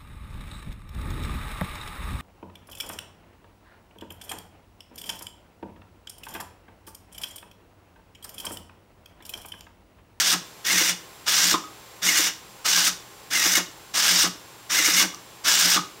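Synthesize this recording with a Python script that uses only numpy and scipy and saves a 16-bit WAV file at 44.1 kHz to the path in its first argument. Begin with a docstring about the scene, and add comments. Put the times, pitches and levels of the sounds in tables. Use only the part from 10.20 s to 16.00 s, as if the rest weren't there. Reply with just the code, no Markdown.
"""A small room, one microphone close to a plastic toy robot on the floor. Its arms are already pulling back,
then swing out and back four times: a servo motor drives rasping plastic gears whose whine wavers with
the load, the frame hums, and the arms knock as they shift and stop. In the pauses, room hiss and a faint
electronic whistle remain. Before the last stroke a loose joint ticks and a faint hum sets in."""
import sys
import numpy as np
from scipy import signal
from scipy.fft import rfft, irfft
from scipy.io import wavfile

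SR = 44100
rng = np.random.default_rng(int(sys.argv[2]) if len(sys.argv) > 2 else 0)


def persist_wave(psi):
    """Save psi, clipped to +-1, as 16-bit WAV."""
    counts = np.round(np.clip(psi, -1, 1) * 32767).astype(np.int16)
    wavfile.write(sys.argv[1], SR, np.atleast_2d(counts).T)


N = 255780
TIME = np.arange(N) / SR

# Arm strokes, out and back. Each row: start, stop, spin-up time and lag on the course in seconds, rasp and
# braking grind in dB, moment of the frame's sway in seconds, sway and braking jolt in relative dB.
OUT_STROKES = [(.440, .700, .03, 0.0061, -21.5, -46, 0.56, -38, -42),
               (1.814, 2.075, 0.029, .012, -21.5, -44, 1.87, -43, -69),
               (3.100, 3.383, .035, -.005, -22, -31.5, 3.30, -46, -41.5),
               (4.491, 4.829, .07, .026, -20.6, -31, 4.76, -41.5, -36.5)]
BACK_STROKES = [(-.155, .135, .03, -0.0013, -21, -29, 0.062, -67, -38),
                (1.057, 1.331, .03, -0.0029, -20.5, -25.5, 1.27, -42, -42.5),
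                (2.441, 2.683, .04, -.015, -20, -44, 2.583, -45, -46),
                (3.733, 4.049, .04, .008, -20, -28, 3.942, -39, -35.5),
                (5.236, 5.561, .055, 0.029, -19.5, -26.5, 5.468, -39, -35.5)]
# The servo's three surges within a stroke. Each row: seconds into the stroke, tooth rate in Hz,
# high and low rasp in dB against the stroke's level, whine in dB against the high rasp.
OUT_COURSE = [(.025, 1850, 0, -18, -8.5), (.065, 2152, 0.4, -13.5, -3.5), (.113, 1820, -2, -20, -2),
              (.143, 2220, 1.3, -19, -5), (.172, 2078, -0.3, -9, -15), (.21, 1949, -2, -20.5, -21),
              (.26, 2170, 1.5, -17, -16)]
BACK_COURSE = [(.04, 1700, 0.075, -9, -7), (.09, 1460, -1, -15, -18), (.145, 1638, 0.85, -12, -5.5),
               (.20, 1442, -0.85, -13.5, -14.5), (.25, 1700, 0.34, -13, -9),
               (.305, 1496, -0.0069, -14.5, -12.5)]
# Gear noise from close by, in each direction. 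Each row: frequency in Hz, level in relative dB.
OUT_SPECTRUM = [(120, -40), (200, -21), (223, -10.5), (316, -6), (386, -12.5), (656, -9), (2110, -2),
                (2630, -5.5), (2890, -4), (3160, -6.5), (3590, -3.5), (4010, -7.5), (5780, -2),
                (9470, -14.5), (15800, -14.5)]
BACK_SPECTRUM = [(120, -55), (200, -31), (215, -21.5), (316, -16), (379, -22.5), (633, -14.5), (1550, -4.5),
                 (2400, -4), (2830, -3), (4480, -1.5), (5680, 0.5), (8800, -9), (9820, -13.5), (13700, -13),
                 (15800, -13.5)]
def gearbox():
    """The gear train runs in both directions and shakes the frame."""
    crawl_hz = 1049
    out_hz, out_high, out_low, out_whine, out_hum = servo(OUT_STROKES, OUT_COURSE)
    back_hz, back_high, back_low, back_whine, back_hum = servo(BACK_STROKES, BACK_COURSE)
    tooth_hz = crawl_hz + out_hz + back_hz
    teeth = np.cumsum(tooth_hz * (1 + .022 * drift(300))) / SR
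    force = tooth_contacts(teeth) * from_db(1.4 * drift(75))
    outward = rasp(force, OUT_SPECTRUM, tooth_hz / 1950, out_high, out_low, split_hz=1370)
    backward = rasp(force, BACK_SPECTRUM, tooth_hz / 1520, back_high, back_low, split_hz=1110)
    tone = (out_whine + back_whine) * whine(teeth)
    hum = (out_hum + back_hum) * frame_hum(force)
    return outward + backward + tone + hum


def servo(strokes, course):
    """The motor spins up, surges and brakes: tooth rate above its crawl, then rasp, whine and hum gains."""
    course_s, *columns = np.transpose(course)
    cut_in_s, build_s, spin_down_s, release_s = .011, .022, .045, .018
    controls = np.zeros((5, N))
    for start, stop, spin_up_s, lag, db, grind_db, sway_at, sway_db, jolt_db in strokes:
        age, braking = np.maximum(TIME - start, 0), TIME - stop
        hz, high_db, low_db, whine_db = [np.interp(age - lag, course_s, c) for c in columns]
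        spin = np.clip(age / spin_up_s, 0, 1) * np.clip(.5 - braking / spin_down_s, 0, 1)
        attack = np.minimum(age / cut_in_s, 1) * (1 - .88 * np.exp(-np.minimum(age / build_s, 20)))
        running = attack * np.exp(-np.clip(braking / release_s, 0, 20))
        sway = from_db(sway_db) * swell(sway_at, .029)
        # Braking grinds the gears, then jolts the frame.
        grind = from_db(grind_db) * swell(stop + .013, .017)
        jolt = from_db(jolt_db) * swell(stop + .029, .029)
        high = running * from_db(db + high_db)
        low = running * from_db(db + low_db) + grind
        hum = running * from_db(-51.5) + sway + jolt
        above_crawl_hz = spin * (hz - 1049)
        controls += [above_crawl_hz, high, low, high * from_db(whine_db), hum]
    return controls


def tooth_contacts(teeth, spread_db=6.0, teeth_per_turn=9.7):
    """Each tooth lands with its own force and slides; the pressure swells once a turn of the pinion."""
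    strength = from_db(spread_db * np.clip(rng.standard_normal(N), -2, 2))
    landings = cut(np.diff(np.floor(teeth), prepend=0) * strength, 1030, "high")
    sliding = from_db(2.5) * rng.standard_normal(N)
    pressure = 1 + .062 * np.sin(2 * np.pi * teeth / teeth_per_turn)
    return rms_one((from_db(-6.5) * rms_one(landings) + sliding) * pressure)


# Gear housing resonances. Each row: frequency in Hz, width in Hz, level in dB against the broad rasp.
HOUSING_MODES = [(1250, 46, -8.5), (1585, 360, -8), (2200, 52, -8), (2878, 103, -3), (3470, 110, -3.5),
                 (3750, 57, -2.5), (5044, 220, -5.5), (5650, 240, -5), (6020, 160, -12), (6420, 106, -6),
                 (7140, 350, -5), (8780, 600, -5.5), (11940, 370, -8), (13150, 400, -9.5)]
def rasp(force, spectrum, speed, high_gain, low_gain, split_hz):
    """Tooth contacts ring in the housing, whose resonances come and go as the load shifts."""
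    ringing = sum(from_db(db + 5.0 * drift(25)) * resonate(force, hz, width)
                  for hz, width, db in HOUSING_MODES)
    shell = colour(force + ringing, spectrum)
    low = irfft(rfft(shell) / (1 + (np.fft.rfftfreq(N, 1 / SR) / split_hz) ** 4), N)
    low_size = np.std(cut(shell, [500, 1300], "band"))
    high_size = np.std(cut(shell, 2500, "high"))
    # Faster and harder contacts are brighter.
    glint = cut(shell, 8100, "high", order=1) * (speed ** 1.6 * from_db(1.67 * drift(27)) - 1)
    return low_gain * low / low_size + high_gain * (shell - low + glint) / high_size


def whine(teeth, flutter_db=3.0):
    """Two gear meshes sing with the speed, a fourth apart; loose teeth roughen them."""
    partials = [(1, -1.1), (4 / 3, -10.5), (2, -14.0), (8 / 3, -15.5), (3, -15.5), (4, -15.5)]
    return sum(from_db(db + flutter_db * drift(160)) * np.sin(2 * np.pi * ratio * teeth)
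               for ratio, db in partials)


def frame_hum(force):
    """The running motor keeps the frame's lowest modes ringing."""
    sway = np.sin(2 * np.pi * np.cumsum(179 + 6.7 * drift(44)) / SR)
    rumble = rms_one(resonate(force, hz=303, width_hz=57))
    return from_db(3.0) * sway + from_db(-8.0) * rumble


# Squeals on the outward strokes. Each row: moment in seconds, lower and upper pitch in Hz, level in dB.
SQUEALS = [(.512, 2135, 2842, -17), (1.892, 2153, 2896, -18), (3.161, 2078, 2794, -23),
           (3.360, 2169, 2907, -20.5), (4.781, 2164, 2885, -21)]
def squeals(half_length_s=.008, upper_db=-4.0):
    """At top speed both meshes hit housing resonances for a moment."""
    phase_per_hz = 2 * np.pi * np.cumsum(1 + .006 * drift(150)) / SR
    return sum(from_db(db) * swell(at_s, half_length_s)
               * (np.sin(lower * phase_per_hz) + from_db(upper_db) * np.sin(upper * phase_per_hz))
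               for at_s, lower, upper, db in SQUEALS)


# Blows as the arms shift and stop. Each row: start in seconds, frame thud and arm clack in relative dB.
KNOCKS = [(.140, -30, -39), (0.529, -26, -46), (0.61, -24, -45), (1.318, -25, -43), (1.340, -15.5, -15),
          (1.437, -56, -38), (1.992, -21.5, -42), (2.575, -33, -28), (3.258, -19.5, -41), (3.373, -22, -32),
          (4.038, -20.5, -34), (4.595, -23, -41), (4.680, -20, -39), (4.80, -29, -29), (4.937, -53, -42),
          (5.558, -20, -41), (5.574, -35, -22)]
# Modes of frame and arms. Each row: frequency in Hz, level in relative dB, seconds to fall by 60 dB.
FRAME_MODES = [(255, -2.5, 0.018), (318, -0.5, 0.077), (370, -3.5, 0.026), (435, -10.5, 0.059),
               (510, -12, 0.043)]
ARM_MODES = [(820, -6, 0.021), (1022, -6, 0.087), (1124, 2, 0.068), (1250, 1.5, 0.099), (1170, -25.5, 0.56),
             (1300, -18, .15), (1620, -20, .06), (2270, -13, 0.056), (3550, -6, 0.041)]
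def knocks(chatter_db=-22.0, chatter_s=.011):
    """A blow rings the frame; the loosely pinned arms chatter on briefly."""
    thud, clack = np.zeros((2, N))
    age = np.arange(SR // 20) / SR
    for start, thud_db, clack_db in KNOCKS:
        chatter = cut(rng.standard_normal(len(age)), 570, "high") * np.exp(-age / chatter_s)
        at = round(start * SR)
        thud[at] += from_db(thud_db)
        clack[at:at + len(age)] += from_db(clack_db) * ((age == 0) + from_db(chatter_db) * chatter)
    blows = sum(from_db(db) * ring(force, hz, t60) * (-1) ** k
                for force, modes in ((thud, FRAME_MODES), (clack, ARM_MODES))
                for k, (hz, db, t60) in enumerate(modes))
    return from_db(-2.0) * blows


# A joint settling after the last outward stroke. Each row: start in seconds, level in dB.
JOINT_TICKS = [(4.946, -28.5)]
def joint_tick(decay_s=.0019):
    """A loose joint settles with a tiny bright snap of plastic on plastic."""
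    snap = sum(from_db(db) * (TIME > start) * np.exp(-np.clip((TIME - start) / decay_s, 0, 20))
               for start, db in JOINT_TICKS)
    return snap * rms_one(resonate(rng.standard_normal(N), hz=5630, width_hz=840))


# The small room's reverberation. Each row: frequency in Hz, seconds to fall by 60 dB.
ROOM_T60 = [(150, 0.68), (1000, 0.34), (3000, 0.37), (6000, 0.36), (14000, 0.27)]
def room(direct, wet_db=-13.0, build_s=.012):
    """Dense reflections reach the microphone from near walls and floor, dying faster in the treble."""
    age = np.arange(SR // 2) / SR
    edges_hz = np.geomspace(200, 16000, 8)
    tail = np.zeros(len(age))
    for lo, hi in zip(edges_hz, edges_hz[1:]):
        decay = np.exp(-np.log(1000) * age / at_hz(ROOM_T60, np.sqrt(lo * hi)))
        tail += cut(rng.standard_normal(len(age)), [lo, hi], "band") * decay
    tail *= np.clip(age / build_s, 0, 1)
    return direct + from_db(wet_db) * signal.fftconvolve(direct, tail / np.linalg.norm(tail))[:N]


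# The room's hiss at the microphone. Each row: frequency in Hz, level in relative dB.
HISS_SPECTRUM = [(15, -38), (25, -14), (59, -5.5), (123, -7), (148, -4), (184, -5.5), (241, -9.5),
                 (392, -3), (710, -7), (834, -3.5), (1550, -9), (3680, -11.5), (7220, -15), (7830, -17.5),
                 (15800, -19.5)]
# Mains hum and electronic whistles. Each row: frequency in Hz, rms level in dB.
STEADY_TONES = [(118.6, -64), (1061, -62.5), (7559, -61.5), (7590, -80), (11106, -83), (13044, -81),
                (15122, -77), (15149, -74)]
# A faint hum rising near the end. Each row: time in seconds, rms level in dB.
LATE_HUM = [(5.0, -95), (5.2, -63), (5.7, -59), (5.8, -56)]
def room_tone(hiss_db=-47.1, late_hum_hz=396):
    """Behind the robot lies an even hiss with low hums and thin electronic whistles."""
    hiss = from_db(hiss_db) * rms_one(colour(rng.standard_normal(N), HISS_SPECTRUM))
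    late_hum_db = np.interp(TIME, *np.transpose(LATE_HUM))
    tones = sum(from_db(db) * np.sqrt(2) * np.sin(2 * np.pi * hz * TIME + .97 * drift(2.8))
                for hz, db in STEADY_TONES + [(late_hum_hz, late_hum_db)])
    return hiss + tones


def from_db(db):
    """Decibels to gain."""
    return 10 ** (np.asarray(db) / 20)


def rms_one(x):
    """Scale to unit power."""
    return x / np.sqrt(np.mean(x ** 2) + 1e-20)


def at_hz(points, hz):
    """Read a table on a log-frequency axis."""
    points_hz, values = np.transpose(points)
    return np.interp(np.log(np.maximum(hz, 1)), np.log(points_hz), values)


def colour(x, spectrum):
    """Shape a steady signal with a smooth spectrum."""
    return irfft(rfft(x) * from_db(at_hz(spectrum, np.fft.rfftfreq(N, 1 / SR))), N)


def cut(x, hz, kind, order=2):
    """Butterworth filter."""
    return signal.sosfilt(signal.butter(order, hz, kind, fs=SR, output="sos"), x)


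def drift(rate_hz):
    """A smooth random wander of unit power."""
    return rms_one(cut(rng.standard_normal(N + SR), rate_hz, "low")[SR:])


def swell(at_s, half_length_s):
    """A bell-shaped rise and fall around a moment."""
    return np.exp(-np.minimum(((TIME - at_s) / half_length_s) ** 2, 30))


def resonate(x, hz, width_hz):
    """A resonance with gain 1 at its peak."""
    r, w = np.exp(-np.pi * width_hz / SR), 2 * np.pi * hz / SR
    return signal.lfilter(np.array([1, 0, -1]) * (1 - r * r) / 2, [1, -2 * r * np.cos(w), r * r], x)


def ring(force, hz, t60):
    """A unit click sets a sine of height 1 ringing."""
    r, w = np.exp(-np.log(1000) / (t60 * SR)), 2 * np.pi * hz / SR
    return signal.lfilter([0, np.sin(w)], [1, -2 * r * np.cos(w), r * r], force + 1e-18)


def scene():
    """The robot on the floor of its small room, in mono from close by."""
    robot = gearbox() + squeals() + knocks() + joint_tick()
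    return (room(robot) + room_tone())[None]


def record(dry):
    """The microphone's signal is cut steeply above 15750 Hz."""
    return signal.sosfilt(signal.ellip(12, .1, 80, 15750, fs=SR, output="sos"), dry)


dry = scene()
out = record(dry)
persist_wave(out)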